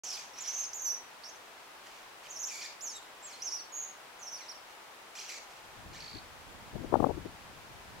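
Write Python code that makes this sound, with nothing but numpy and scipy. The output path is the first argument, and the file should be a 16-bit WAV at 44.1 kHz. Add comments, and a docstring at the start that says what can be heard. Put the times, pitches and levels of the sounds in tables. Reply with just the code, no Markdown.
"""Thin trilled squeals break into harsh rasps: young starlings squabble in a pear tree, then one churrs
in short chips. The syrinx trills at a tense, high pitch and lurches and doubles its period at a low one.
Wings brush the leaves, foliage scatters each call and a wall echoes it, over a faint outdoor hush.
Late on, a breeze rises and its eddies buffet the left microphone."""
import sys
import numpy as np
from scipy import signal
from scipy.fft import rfft, irfft
from scipy.io import wavfile
from scipy.ndimage import uniform_filter1d

SR = 44100
rng = np.random.default_rng(int(sys.argv[2]) if len(sys.argv) > 2 else 0)


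def wav_record(signal):
    """Record a signal, one row per channel, as 16-bit PCM in the file named by sys.argv[1]."""
    frames = np.transpose(np.atleast_2d(signal))
    bounded = np.clip(frames, -1, 1)
    # unit amplitude maps onto the largest positive 16-bit level
    quanta = np.round(bounded * 32767).astype(np.int16)
    wavfile.write(sys.argv[1], SR, quanta)


N = 352800
T = np.arange(N) / SR
FREQS = np.maximum(np.arange(N // 2 + 1) * SR / N, 1)


def undb(db):
    """Decibels to gain."""
    return 10 ** (np.asarray(db) / 20)


def unit(x):
    """Scale to rms 1."""
    return x / np.sqrt(np.mean(x ** 2))


def at_hz(points, hz):
    """Read (freq_hz, value) points on a log-frequency axis."""
    f, value = np.transpose(points)
    return np.interp(np.log(hz), np.log(f), value)


def noise(spectrum):
    """Noise of rms 1 with a given spectrum."""
    return unit(irfft(rfft(rng.standard_normal(N)) * undb(at_hz(spectrum, FREQS)), N))


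def wander(size, hz):
    """Up to 1 s of smooth random motion below about hz, rms near 1."""
    rolloff = 1 + (FREQS[::N // SR] / hz) ** 4
    return unit(irfft(rfft(rng.standard_normal(SR)) / rolloff, SR))[:size]


def drift(hz):
    """Scene-long random motion below about hz, rms 1."""
    return unit(irfft(rfft(rng.standard_normal(N)) / (1 + (FREQS / hz) ** 4), N))


def gesture(rows, fade_s=0.00043):
    """A call's start, soft on-off gate and control curves."""
    times, *columns = np.transpose(rows)
    t = np.arange(times[0], times[-1], 1 / SR)
    gate = np.clip(np.minimum(t - t[0], t[-1] - t) / fade_s, 0, 1)
    return times[0], gate, [np.interp(t, times, column) for column in columns]


def add(track, start_s, sound):
    """Mix a sound into a track."""
    i = max(int(start_s * SR), 0)
    track[i:i + len(sound)] += sound[:N - i]


def phase_rad(hz):
    """Running oscillator phase."""
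    return 2 * np.pi * np.cumsum(hz) / SR


def butter(x, order, hz, kind):
    """Causal Butterworth filter."""
    return signal.sosfilt(signal.butter(order, hz, kind, fs=SR, output="sos"), x)


# hush spectrum: freq_hz, density_db
HUSH_SPECTRUM = [(15, -47), (25, -16), (91, -18.5), (133, -15), (169, -16.5), (359, -8), (399, -7.5),
                 (433, -7), (648, -4.5), (848, -2), (1020, -3), (1140, -4.5), (2060, -9), (2420, -10),
                 (15500, -28)]
# left-right likeness of the hush: freq_hz, correlation
HUSH_CORRELATION = [(60, 0.56), (600, 0.54), (1400, 0.16), (3000, 0), (15000, 0)]
def hush(mid_db=-53.5, left_db=2.0):
    """Far-off outdoor noise, partly alike in both ears in the bass, a little stronger on the left."""
    correlation = at_hz(HUSH_CORRELATION, FREQS)
    mid = noise(HUSH_SPECTRUM)
    side = irfft(rfft(noise(HUSH_SPECTRUM)) * np.sqrt((1 - correlation) / (1 + correlation)), N)
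    lean = undb(left_db / 2 * at_hz([(2000, 1), (7000, 0.16)], FREQS))
    left = irfft(rfft(mid + side) * lean, N)
    right = irfft(rfft(mid - side) / lean, N)
    return np.array([left, right]) * undb(mid_db)


# large eddies at the left port: time_s, level_db
EDDY_HITS = [(6.759, -33.5), (6.845, -34.5), (6.928, -21.5), (6.9415, -12.5), (6.956, -16.5), (6.973, -28),
             (7.004, -20), (7.029, -22), (7.044, -15), (7.067, -22.5), (7.094, -26.5), (7.108, -26.5),
             (7.178, -38), (7.259, -35)]
def buffets(ref_db=-17, port_band_hz=(150, 720)):
    """Single eddies thump the microphone port; stronger ones are faster, so brighter and shorter."""
    out = np.zeros(N)
    t = T[:SR // 10] - 0.05
    for time_s, level_db in EDDY_HITS:
        force = undb(level_db - ref_db)
        top_hz = 1130 * force ** 0.32
        sigma_s = 0.0023 / force ** 0.44
        push = rng.standard_normal(len(t)) * np.exp(-(t / sigma_s) ** 2 / 2)
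        push = butter(push, 6, top_hz, "low")
        push = butter(push, 1, port_band_hz, "band")
        push = butter(push, 1, top_hz / 7, "high")  # faster eddies carry less bass
        width_samples = np.sqrt(2 * np.pi) * sigma_s * SR
        push *= np.sqrt(width_samples / np.sum(push ** 2))
        add(out, time_s + t[0] - 0.5 / top_hz, push * undb(level_db))
    return out


# breeze at the ports: time_s, level_db, left_minus_right_db
BREEZE_COURSE = [(5.5, -80, 3), (5.81, -57, 7.5), (5.85, -52.5, 0), (6.11, -63, 2.5), (6.16, -44.5, 21),
                 (6.19, -61.5, -1), (6.44, -59.5, -10), (6.72, -54, -4), (6.76, -42, 12), (6.89, -49, 6),
                 (6.94, -39.5, 11), (7.02, -35, 12), (7.39, -61, 4.0), (7.41, -60, -18), (7.57, -57, 17),
                 (7.61, -61, -4), (7.87, -59.5, 1), (8.0, -54, -7)]
# wind rumble: freq_hz, density_db
RUMBLE_SPECTRUM = [(15, -14), (30, -1), (90, 0.5), (180, -4), (300, -8.5), (600, -18.5), (1200, -60)]
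# swarm of small eddies: freq_hz, density_db
SWIRL_SPECTRUM = [(60, -18), (180, -5), (300, 5), (480, -7), (700, -6), (1200, -42.5)]
def wind(rumble_db=1.6, swirl_db=-4, breakup_from_db=-47, gust_db=2, shelter_db=-28):
    """A breeze rumbles on both ports; strong gusts break up into eddies, mostly over the left one."""
    times, levels, pans = np.transpose(BREEZE_COURSE)
    level_db = np.interp(T, times, levels, left=-120)
    left_share = 1 / (1 + undb(-2 * np.interp(T, times, pans)))
    breakup_db = 0.44 * (level_db - breakup_from_db)
    unbroken_db = level_db + rumble_db - np.maximum(breakup_db, 0)
    common = 0.64 * noise(RUMBLE_SPECTRUM)
    rumble = []
    for share in (left_share, 1 - left_share):
        pressure = unit(noise(RUMBLE_SPECTRUM) + common)
        rumble.append(np.sqrt(2 * share) * pressure * undb(unbroken_db + gust_db * drift(30)))
    swirl = noise(SWIRL_SPECTRUM) * undb(level_db + swirl_db + breakup_db + gust_db * drift(33))
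    eddies = swirl + buffets()
    return np.array(rumble) + np.array([eddies, undb(shelter_db) * eddies])


def garden(x, right_db, near_db, wall_db, tail_db, lag_s=14e-6, wall_s=0.0612, tail_t60_s=0.3):
    """The birds sit slightly right; near leaves scatter the sound, a wall echoes it, trees add a tail."""
    t = T[:SR // 2]
    air = undb(at_hz([(7000, 2.5), (13000, -8)], FREQS))
    ears = []
    for side in (-1, 1):
        near, far = rng.standard_normal((2, len(t)))
        leaves = undb(near_db) * unit(near * np.exp(-t / 0.01))
        trees = undb(tail_db) * unit(far * undb(-60 * t / tail_t60_s) * np.minimum(t / 0.059, 1))
        scatter = rfft(leaves + trees, N) / np.sqrt(len(t))
        direct = undb(side * right_db / 2) * np.exp(1j * np.pi * FREQS * side * lag_s)
        wall = undb(wall_db) * np.exp(-2j * np.pi * FREQS * (wall_s + side * 0.000223))
        ears.append(irfft(rfft(x) * (direct + air * (wall + scatter)), N))
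    return np.array(ears)


# wing strokes on leaves: time_s, level_db, sigma_s
WING_STROKES = [(1.867, -61, .024), (1.96, -61.5, .05), (2.256, -54, .018), (3.333, -58.5, .092),
                (4.703, -60, .013), (5.517, -59, 0.015), (5.577, -61, 0.016)]
# leaf rustle: freq_hz, density_db
LEAF_SPECTRUM = [(800, -34), (2300, 1), (4000, -7), (6500, -5.5), (9000, -15), (15000, -23)]
def wing_brushes(crackle_db=3):
    """Feathers sweep over leaves in soft, grainy swishes."""
    swell = sum(undb(level_db) * np.exp(-((T - time_s) / sigma_s) ** 2 / 2)
                for time_s, level_db, sigma_s in WING_STROKES)
    return swell * unit(noise(LEAF_SPECTRUM) * undb(crackle_db * drift(250)))


def churr(start_s=6.009, count=11, rate_hz=56.5, jitter_s=0.00077,
          peak_hz=4610, chip_s=0.0078, level_db=-50):
    """A nearly even run of chips, each one quick arch of pitch."""
    out = np.zeros(N)
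    position = np.linspace(-1, 1, int(chip_s * SR))
    for k, (early, sharp) in enumerate(rng.standard_normal((count, 2))):
        centre_s = start_s + k / rate_hz - jitter_s * early
        arch = 1 + 0.0091 * sharp - 0.2 * position ** 2
        pitch_hz = peak_hz * (arch + 0.033 * wander(len(position), 800))
        chip = np.sin(phase_rad(pitch_hz)) * np.cos(position * np.pi / 2)
        add(out, centre_s - chip_s / 2, unit(chip) * undb(level_db))
    return out


# rasps: start_s, crest_s, end_s, level_db, fade_db, base_hz, drop_octaves, lurch, roughness,
# tilt_db_per_octave
RASP_CALLS = [ (0.038, 0.165, .26, -45, 11, 2844, 0, 0.65, 0.87, 2),
              (0.358, 0.466, .66, -49, 9, 2740, 0.059, 0.82, 0.91, -2.5),
              (2.475, 2.535, 2.68, -43.5, 7.5, 2323, .7, .12, 0.58, 2),
              (2.61, 2.628, 2.665, -44.5, 0, 3756, .5, 0.61, 0.53, -4.5),
              (4.391, 4.405, 4.475, -51.5, 5, 1892, 0.99, .15, 0.24, -3.5),
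              (5.151, 5.202, 5.28, -44.5, 8.5, 2860, 0, 0.66, 0.64, 0),
              (5.28, 5.303, 5.39, -42, 10.5, 2300, 0.63, .7, 0.43, 0),
              (5.928, 5.94, 6.19, -50, 11, 3924, 0, 0.91, 0.73, -5), ]
# throat response in a rasp: freq_hz, gain_db
RASP_TRACT = [(1200, -8), (1800, -9), (2300, 2.5), (2900, -4.5), (3800, 0), (4600, -1), (5150, -2),
              (5800, 3.5), (6500, -1), (7700, -4.5), (8500, -13), (10500, -15.5), (13000, -20),
              (16000, -24)]
def rasps(swell_db=4, drop_s=0.013, shimmer_db=4, doubling_db=-2):
    """At low pitch the voice is rich in overtones, lurches about and doubles its period."""
    out = np.zeros(N)
    for (start_s, crest_s, end_s, level_db, fade_db, base_hz, drop_octaves, lurch, roughness,
         tilt_db_per_octave) in RASP_CALLS:
        course = [(start_s, level_db - swell_db), (crest_s, level_db), (end_s, level_db - fade_db)]
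        _, gate, (envelope_db,) = gesture(course)
        n = len(gate)
        drop = 2 ** (drop_octaves * np.exp(-T[:n] / drop_s))
        wobble = 0.21 * lurch * wander(n, 112.8) + 0.085 * roughness * wander(n, 697)
        pitch_hz = base_hz * drop * np.exp(wobble)
        phase = phase_rad(pitch_hz)
        voice = np.zeros(n)
        for order in np.arange(1, 15) / 2:
            share = 1 if order % 1 == 0 else roughness * undb(doubling_db)  # half orders: period doubling
            gain_db = at_hz(RASP_TRACT, order * pitch_hz) + tilt_db_per_octave * np.log2(order)
            gain = undb(gain_db + shimmer_db * wander(n, 240)) * (order * pitch_hz < SR / 2)
            voice += share * gain * np.cos(order * phase)
        add(out, start_s, unit(voice) * gate * undb(envelope_db))
    return out


# throat and open beak response in a squeal: freq_hz, gain_db
SQUEAL_TRACT = [(2000, -17), (3800, -9), (4700, 3), (5800, 1), (7000, -2.5), (7900, -1), (9500, 6),
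                (12000, -15), (14000, -13), (16000, -28)]
def syrinx(pitch_hz, gape_db, slope_db=-9, flicker_db=2.5):
    """Three harmonics weighted by the throat; overtones escape through the open beak and flicker."""
    phase = phase_rad(pitch_hz)
    step_db = slope_db + gape_db + flicker_db * wander(len(pitch_hz), 90)
    gains = [undb(at_hz(SQUEAL_TRACT, k * pitch_hz) + step_db * (k - 1)) * (k * pitch_hz < SR / 2)
             for k in (1, 2, 3)]
    tone = sum(gain * np.sin(k * phase) for k, gain in enumerate(gains, 1))
    power = uniform_filter1d(sum(gain ** 2 for gain in gains), size=400) / 2
    return tone / np.sqrt(power)


# squeals: trill_hz, trill_depth, roughness, gape_db, course [(time_s, pitch_hz, effort_db)]
SQUEAL_CALLS = [ (79.8, 0.65, 0.4, -8, [(0.036, 6400, -44), (0.116, 5660, -42), (0.123, 5200, -51),
                (0.13, 5210, -40.5), (0.157, 4680, -51), (0.169, 3840, -58)]),
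                (99, 1, 0.26, -4, [(0.335, 5720, -54.5), (0.364, 5800, -62.5), (0.389, 5940, -42.5),
                (0.411, 7070, -45), (0.416, 7020, -40.5), (0.457, 5470, -49)]),
                (168.5, 0.47, 0.305, -2, [(0.46, 5640, -41), (0.472, 5200, -52.5), (0.477, 5870, -36),
                (0.504, 6120, -36.5), (0.517, 5770, -46.5), (0.524, 6210, -42.5), (0.613, 6340, -34.5),
                (0.619, 6270, -42), (0.631, 6270, -38), (0.664, 4700, -54)]),
                (170, 0.41, 0.13, 4, [(0.732, 5690, -37.5), (0.742, 7070, -43.5), (0.811, 6120, -44),
                (0.822, 6800, -39), (0.83, 6450, -40.5), (0.864, 6020, -34.5), (0.909, 5750, -34.5),
                (0.917, 6100, -37), (0.942, 5670, -45), (0.946, 5700, -40)]),
                (93, .4, 0.3, -16, [(1.236, 4500, -48), (1.25, 5700, -50.5), (1.264, 5253, -49.5),
                (1.284, 5946, -52), (1.298, 6020, -48.5), (1.315, 7100, -75)]),
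                (108, .78, 0.225, -0.5, [(2.282, 5950, -60), (2.31, 6960, -44.5), (2.356, 6300, -49.5),
                (2.366, 5560, -41.5), (2.388, 5690, -51.5), (2.395, 6330, -38.0), (2.413, 6710, -41.5),
                (2.442, 5730, -37.5), (2.459, 6860, -41.5), (2.483, 6250, -42), (2.495, 5340, -52.5)]),
                (146, 0.31, 0.203, 1, [(2.808, 5020, -45.5), (2.82, 6880, -48), (2.827, 7280, -43.0),
                (2.882, 5850, -39), (2.89, 5650, -51), (2.901, 5660, -44), (2.937, 3860, -61),
                (2.964, 3760, -47), (2.997, 3550, -59.0)]), (136.4, 0.52, .15, -4, [(3.227, 7260, -50.5),
                (3.234, 7700, -56.5), (3.256, 7470, -47.5), (3.32, 5100, -60.5), (3.335, 4120, -54),
                (3.397, 4500, -67), (3.419, 5160, -50)]), (192, 0.45, 0.24, -8, [(3.421, 5600, -36.5),
                (3.438, 6240, -45), (3.455, 6310, -39.5), (3.485, 5530, -38), (3.498, 5060, -54),
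                (3.516, 4750, -51), (3.524, 5660, -39.0), (3.56, 5830, -39.5), (3.597, 4370, -56),
                (3.606, 4380, -46)]), (162, .44, 0.11, -2, [(3.722, 6740, -48), (3.734, 6470, -52),
                (3.746, 6580, -41), (3.852, 6560, -43), (3.858, 6500, -46.5)]),
                (86.5, .5, 0.157, -2, [(4.193, 6970, -53), (4.204, 7150, -62), (4.234, 5860, -44.5),
                (4.242, 6280, -52.5), (4.286, 5590, -44), (4.307, 6280, -54), (4.337, 5810, -42.5),
                (4.355, 5700, -45.5), (4.389, 4200, -57)]), (70, 0.36, 0.14, -8, [(4.483, 4550, -53),
                (4.495, 5640, -43.5), (4.509, 5470, -51), (4.519, 4800, -48.0), (4.533, 4020, -66)]), ]
# hoarse rush of air: freq_hz, density_db
BREATH_SPECTRUM = [(1200, -27), (2400, 3), (3600, -3), (5800, -4), (7500, 1), (9000, -4), (12500, -5),
                   (16000, -22)]
def squeals(slack_hz=4400, tense_hz=6400, ref_db=-41, lock_db=8, trill_octaves_per_db=0.44,
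            trill_db=8, shimmer_db=4, breath_db=-10):
    """A fast trill swings pitch and level; membranes lock steady when loud, turn chaotic when weak."""
    out = np.zeros(N)
    hiss = noise(BREATH_SPECTRUM)
    for trill_hz, trill_depth, roughness, gape_db, course in SQUEAL_CALLS:
        start_s, gate, (pitch_hz, effort_db) = gesture(course)
        n = len(gate)
        unsteady = np.minimum(2 ** ((ref_db - effort_db) / lock_db), 1.3)
        chaos = roughness * unsteady
        tension = np.clip((pitch_hz - slack_hz) / (tense_hz - slack_hz), 0, 1)
        depth = trill_depth * unsteady * tension
        rate_hz = trill_hz * 2 ** (trill_octaves_per_db * (effort_db - ref_db))
        trill = depth * np.sin(phase_rad(rate_hz * (1 + 0.173 * wander(n, 47))))
        swing = 0.0494 * (trill - depth ** 2 / 2)
        jitter = 0.117 * chaos * wander(n, 730)
        waver = 0.0102 * wander(n, 165)
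        pulse = undb(trill_db * trill + shimmer_db * chaos * wander(n, 700))
        pulse /= np.sqrt(uniform_filter1d(pulse ** 2, size=600))
        tone = syrinx(pitch_hz * np.exp(swing + jitter + waver), gape_db)
        breath = undb(breath_db) * chaos * hiss[int(start_s * SR):][:n]
        add(out, start_s, (tone + breath) * pulse * gate * undb(effort_db))
    return out


def scene():
    """Birds in the tree, with breeze and hush around them."""
    thin = garden(undb(0.86) * squeals(), right_db=4, near_db=-8, wall_db=-12.5, tail_db=-11)
    scuffle = undb(-1.5) * rasps() + wing_brushes()
    harsh = garden(scuffle, right_db=3, near_db=-8, wall_db=-16.5, tail_db=-5.5)
    chatter = garden(churr(), right_db=1, near_db=-4.5, wall_db=-26, tail_db=-15)
    return thin + harsh + chatter + wind() + hush()


def record(dry, start_s=0.035, top_hz=15800):
    """An instant of silence at the start and a steep treble cut."""
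    lowpass = signal.ellip(10, 0.2, 70, top_hz, fs=SR, output="sos")
    return signal.sosfilt(lowpass, dry * (T > start_s))


dry = scene()
out = record(dry)
wav_record(out)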